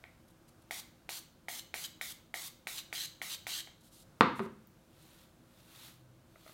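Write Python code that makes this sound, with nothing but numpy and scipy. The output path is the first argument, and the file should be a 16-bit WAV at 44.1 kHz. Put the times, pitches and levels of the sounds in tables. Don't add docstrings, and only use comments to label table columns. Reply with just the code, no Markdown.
import sys
import numpy as np
from scipy import signal
from scipy.fft import rfft, irfft
from scipy.io import wavfile
from scipy.ndimage import uniform_filter1d, map_coordinates

SR = 44100
rng = np.random.default_rng(int(sys.argv[2]) if len(sys.argv) > 2 else 0)


def generate_wav(sig):
    pcm = np.round(np.clip(np.atleast_2d(sig).T, -1, 1) * 32767).astype(np.int16)
    wavfile.write(sys.argv[1], SR, pcm)


N = 287973
ONSET_DELAY_S = .0012
BURST = np.arange(8192)


def amp(db):
    return 10 ** (np.asarray(db) / 20)


def unit_rms(x):
    return x / np.sqrt(np.mean(x ** 2) + 1e-20)


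def read(points, hz):
    f, value = np.transpose(points)
    return np.interp(np.log(hz + 1), np.log(f + 1), value)


def add(mix, s, sound):
    part = mix[round(s * SR):][:len(sound)]
    part += sound[:len(part)]


def coloured(spectrum):
    gain = amp(read(spectrum, np.fft.rfftfreq(N, 1 / SR)))
    return unit_rms(irfft(rfft(rng.standard_normal(N)) * gain, N))


def resonate(x, hz, width):
    return signal.lfilter(*signal.iirpeak(hz, hz / max(width, 1), SR), x)


def flutter(smooth_s):
    size = max(round(smooth_s * SR), 2)
    return unit_rms(uniform_filter1d(uniform_filter1d(rng.standard_normal(N), size), size))


def gate(length_s, rise_s, fall_s):
    t = np.arange(0, length_s + 6 * fall_s, 1 / SR)
    return np.minimum(t / rise_s, 1) * np.exp(-np.maximum(t - length_s, 0) / fall_s)


def swell(full_s, held_s, db, rise, fall):
    t = np.arange(N) / SR - full_s
    return amp(db - rise * np.maximum(-t, 0) - fall * np.maximum(t - held_s, 0))


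def struck(modes, rise_s):
    t = np.arange(0, .25, 1 / SR)
    ring = sum(amp(db) * np.exp(-np.pi * w * t) * np.sin(2 * np.pi * hz * t) for hz, w, db in modes)
    ring *= 1 - np.exp(-t / rise_s)
    return ring / abs(ring).max()


# frequency in Hz, relative level in dB.
SIDE_SPECTRUM = [(25, -40), (100, 17), (1000, -8), (16500, -18.5)]

def side_noise():
    return amp(-85.5) * coloured(SIDE_SPECTRUM) * [[1], [-1]]


# frequency in Hz, relative level in dB.
AIR_SPECTRUM = [(15, -43.5), (25, -9), (161, -3.5), (185, -5), (285, -17), (317, -9), (405, -18.5),
                (531, -16.5), (641, -14), (734, -17.5), (1610, -20), (1740, -25), (16000, -34.5)]
# frequency in Hz, width in Hz, level in dB.
HUMS = [(99, 73, -73.5), (157, 45, -74), (239, 12, -74.5), (327, 21, -72), (526.3, 13, -78.5)]
# time at full level in seconds, hold in seconds, level in dB.
FAR_DRONE = (5.96, 0.14, -63.5)

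def room_tone():
    air = amp(-65) * coloured(AIR_SPECTRUM) * amp(0.64 * flutter(0.21))
    hums = sum(amp(db) * unit_rms(resonate(rng.standard_normal(N), hz, w)) for hz, w, db in HUMS)
    drone_hz = 125.8 + 2.8 * flutter(.05)
    drone = np.sqrt(2) * np.sin(2 * np.pi * np.cumsum(drone_hz) / SR)
    return air + hums + drone * swell(*FAR_DRONE, rise=40, fall=64)


# frequency in Hz, seconds to fall 60 dB, relative level in dB.
ROOM_DECAY = [(100, 0.73, -6.5), (298, 0.37, 3), (638, 0.33, -1), (1030, 0.36, 2), (2200, 0.44, -3),
              (3970, 0.51, -3.1), (5056, 0.38, -2.5), (6840, 0.43, -3.5), (11000, 0.21, 0),
              (16150, 0.49, -5.5)]
# delay in seconds, gain in dB.
NEAR_ECHOES = [(.004, -16.5), (0.0108, -20), (0.02, -22.5), (.0235, -16.5)]

def room(x):
    reflections = np.zeros(SR)
    at = np.arange(80, SR - 20, 20) + rng.integers(0, 20, (SR - 81) // 20)
    reflections[at] = rng.choice([-1., 1.], len(at))
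    hz, t, bands = signal.stft(reflections, SR, nperseg=256)
    t60, back_db = (read(np.array(ROOM_DECAY)[:, [0, k]], hz)[:, None] for k in (1, 2))
    tail = signal.istft(bands * amp(back_db - 60 * t / t60), SR, nperseg=256)[1]
    tail = amp(-3) * tail / np.linalg.norm(tail)
    for s, db in NEAR_ECHOES:
        add(tail, s, amp([db]))
    return signal.fftconvolve(x, tail)[:N]


# frequency in Hz, relative level in dB.
HAIR_SPECTRUM = [(300, -16), (1000, -8), (2200, -8.5), (3000, -6.5), (3700, -3.5), (4300, -6), (5000, -11),
                 (8000, -12), (13500, -11.5), (16500, -16)]
# time at full level in seconds, hold in seconds, level in dB.
HAIR_STROKES = [(5.02, 0.21, -65), (5.57, .03, -71.5), (5.761, 0.044, -64), (5.851, 0.028, -55),
                (6.48, .06, -61)]

def hair():
    strokes = sum(swell(*row, rise=100, fall=180) for row in HAIR_STROKES)
    return strokes * coloured(HAIR_SPECTRUM) * amp(1.3 * flutter(0.0028) + 0.34 * flutter(0.026))


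# frequency in Hz, width in Hz, relative level in dB.
HOLLOW_MODES = [(635, 59, 0), (1320, 110, 3.5), (2030, 180, 3)]
# start in seconds, peak in dB, lift of the upper modes in dB.
NAIL_TAPS = [(6.358, -45.5, 1), (6.463, -44.5, -7), (6.477, -48, 13), (6.495, -47, -1)]

def nail_taps():
    out = np.zeros(N)
    for s, db, upper_db in NAIL_TAPS:
        modes = [(hz, w, mode_db + upper_db * (hz > 1000)) for hz, w, mode_db in HOLLOW_MODES]
        add(out, s, amp(db) * struck(modes, rise_s=0.00034))
    return out


# frequency in Hz, relative level in dB.
FRICTION_SPECTRUM = [(1500, -30), (3000, 1.5), (3900, 4), (5500, -0.5), (9000, 2.5), (13000, -1.5),
                     (16500, -10)]
# start in seconds, length in seconds, level in dB.
SLIDES = [(0.278, 0.015, -68), (0.294, 0.025, -72), (0.477, 0.023, -65.5), (0.617, .012, -68.5),
          (3.803, 0.023, -68.5), (3.821, 0.084, -66.5), (3.901, 0.11, -62.5), (3.987, 0.056, -63.5),
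          (4.345, 0.068, -61.5), (4.405, 0.071, -66.5)]

def slides():
    level = np.zeros(N)
    for s, length_s, db in SLIDES:
        add(level, s, amp(db) * signal.windows.tukey(round(length_s * SR), .6))
    return level * coloured(FRICTION_SPECTRUM) * amp(flutter(0.0022))


# start in seconds, level in dB, decay time in seconds.
RIM_BUZZ = (4.2085, -46.5, .004)

def rim_buzz():
    s, db, fall_s = RIM_BUZZ
    level = np.zeros(N)
    add(level, s, amp(db) * gate(0.0042, rise_s=.0005, fall_s=fall_s))
    return level * coloured(FRICTION_SPECTRUM)


# frequency in Hz, width in Hz, relative level in dB.
CAN_MODES = [(745, 64, -23), (960, 87, -23.5), (1000, 93, -15), (1168, 520, 8.5), (1403, 460, -3.5),
             (1755, 500, -2), (2020, 550, -3.5), (2410, 230, -16), (3538, 500, -4.5), (4020, 560, -13.5),
             (5750, 2500, -24)]
TOP_MODES = [(150, 50, -29), (253, 61, -13.5), (328, 78, -13.5), (494, 130, -5.5)]
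FRAME_MODES = [(211.6, 21, -11), (388.4, 26, -14.5)]
# start in seconds, level in dB,
# softness in dB lost per octave, boom of the top in dB, ring of the frame in dB.
BLOWS = [(4.2078, -1, 0.7, -1, -24), (4.393, -22, 2.5, -16, -5.5), (4.401, -23, 11, 1.5, 10.5),
         (4.461, -33, 9, 4.5, -5)]

def knocks():
    out = np.zeros(N)
    for s, db, soft_db, boom_db, ring_db in BLOWS:
        modes = [(hz, w, mode_db - soft_db * np.log2(hz / 1000)) for hz, w, mode_db in CAN_MODES]
        modes += [(hz, w, mode_db + boom_db) for hz, w, mode_db in TOP_MODES]
        modes += [(hz, w, mode_db + ring_db) for hz, w, mode_db in FRAME_MODES]
        add(out, s, -amp(db) * struck(modes, rise_s=0.00054))
    return signal.sosfilt(signal.butter(2, 150, "high", fs=SR, output="sos"), out)


# start in seconds, peak in dB, frequency in Hz.
TICKS = [(1.129, -36, 4470), (1.841, -32, 6300), (2.775, -39, 3930), (4.673, -44, 14800),
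         (5.027, -51.5, 9000)]

def ticks():
    out = np.zeros(N)
    for s, db, hz in TICKS:
        add(out, s, amp(db) * struck([(hz, 0.18 * hz, 0)], rise_s=0.00025))
    return out


# frequency in Hz, width in Hz, relative level in dB.
NOZZLE_MODES = [(1830, 650, -11), (3160, 670, 0), (3520, 290, -6), (3852, 800, 1), (6040, 540, -5),
                (7700, 1200, -8), (11800, 3900, -14.5)]
# start in seconds, length in seconds, level in dB, pitch factor.
SPUTTERS = [(1.091, 0.069, -53, 1.11), (1.59, 0.0042, -40, 1), (1.838, 0.02, -42, 1.02),
            (2.772, 0.026, -42.5, .98), (2.947, 0.11, -42.5, 1.034), (3.297, 0.055, -43.5, 1.01),
            (3.486, .12, -42, 1.036)]

def sputter():
    out = np.zeros(N)
    bubbles = rng.standard_normal(N) * amp(2.3 * flutter(0.0016))
    for s, length_s, db, pitch in SPUTTERS:
        drive = bubbles[round(s * SR) + BURST]
        ring = sum(amp(mode_db) * resonate(resonate(drive, hz * pitch, w), hz * pitch, w)
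                   for hz, w, mode_db in NOZZLE_MODES)
        gas = gate(length_s, rise_s=0.0049, fall_s=0.0054)[:len(BURST)]
        add(out, s, amp(db) * gas * unit_rms(ring)[:len(gas)])
    return out


# frequency in Hz, width in Hz, relative level in dB.
BUTTON_MODES = [(757, 166, -3.5), (1516, 100, -24.5), (2120, 470, 8), (2904, 770, 3), (3400, 1200, -5),
                (6600, 1800, -5)]
# start in seconds, peak in dB, grip as a damping factor,
# gain of the hollow low modes in dB.
NUDGES = [(0.0387, -38, 1.4, -8), (3.672, -43.5, 1.1, -1)]
# start in seconds, valve open in seconds,
# click peak in dB, grip as a damping factor, gain of the hollow low modes in dB, mist dullness in
# dB lost per octave (negative brightens), body echo delay in ms, its drift in ms per second.
PRESSES = [(0.708, 0.094, -26.5, 0.94, -4.5, -0.6, 0.87, -0.22),
           (1.0902, 0.1, -27.5, 2, -4, -1.5, 0.72, -0.61),
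           (1.483, 0.11, -27, 0.88, -3.5, -1.5, 0.95, -0.028),
           (1.74, 0.12, -24, 1.66, -7, -1.7, 0.73, -1.06),
           (2.011, 0.11, -25.5, 1.2, -12.5, -2, 0.543, 0.71),
           (2.34, 0.14, -25.5, 0.86, -6.5, -1.6, 0.957, -0.85),
           (2.6698, 0.12, -24.5, 1.78, -9.5, -1.5, 0.696, 1.2),
           (2.9265, 0.13, -26.5, 1.52, -9, -1.3, 0.68, -1.9),
           (3.2154, 0.134, -26.5, 0.97, -10, -1, .674, 1.3), (3.4668, 0.135, -28, 1.4, -6, 0, 0.83, -2.16)]

def button():
    out = np.zeros(N)
    clicks = [(s, db, grip, hollow_db) for s, _, db, grip, hollow_db, *_ in PRESSES]
    for s, db, grip, hollow_db in NUDGES + clicks:
        pitch = 0.91 + 0.092 * grip
        modes = [(hz * pitch, w * grip, mode_db + hollow_db * (hz < 1500))
                 for hz, w, mode_db in BUTTON_MODES]
        add(out, s, amp(db) * struck(modes, rise_s=0.0011))
    return out


# frequency in Hz, relative level in dB.
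MIST_SPECTRUM = [(300, -35), (900, -7.5), (2000, -11), (3800, 1), (5300, -5.5), (6000, -3.5), (7700, -5.5),
                 (12000, -7.5), (16500, -11.5)]

def mist():
    out = np.zeros(N)
    hiss = coloured(MIST_SPECTRUM) * amp(1.1 * flutter(0.0024))
    octaves = np.log2(1 + np.fft.rfftfreq(len(BURST), 1 / SR) / 1000)
    for s, open_s, *_, dull_db, _, _ in PRESSES:
        spectrum = rfft(hiss[round(s * SR) + BURST]) * amp(-dull_db * octaves)
        jet = unit_rms(irfft(spectrum))
        valve = gate(open_s, rise_s=0.00055, fall_s=0.0045)[:len(BURST)]
        add(out, s + ONSET_DELAY_S, amp(-46) * valve * jet[:len(valve)])
    return out


def spray():
    out = mist() + sputter()
    for s, *_, echo_ms, drift in PRESSES:
        direct = out[round(s * SR) + BURST]
        delay = (echo_ms * SR + drift * BURST) / 1000
        add(out, s, amp(-11.5) * map_coordinates(direct, [BURST - delay], order=3))
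    return out


def scene():
    hits = np.roll(button() + knocks(), round(ONSET_DELAY_S * SR))
    jet = spray() + ticks()
    hands = hair() + nail_taps() + slides()
    reverb = room(amp(-2) * hits + amp(-5.5) * jet + amp(-9) * hands)
    return hits + jet + hands + reverb + rim_buzz() + room_tone() + side_noise()


def record(dry):
    lowpass = signal.firwin(511, 16050, window=("kaiser", 9), fs=SR)
    return signal.oaconvolve(dry, lowpass[None], "same")


dry = scene()
out = record(dry)
generate_wav(out)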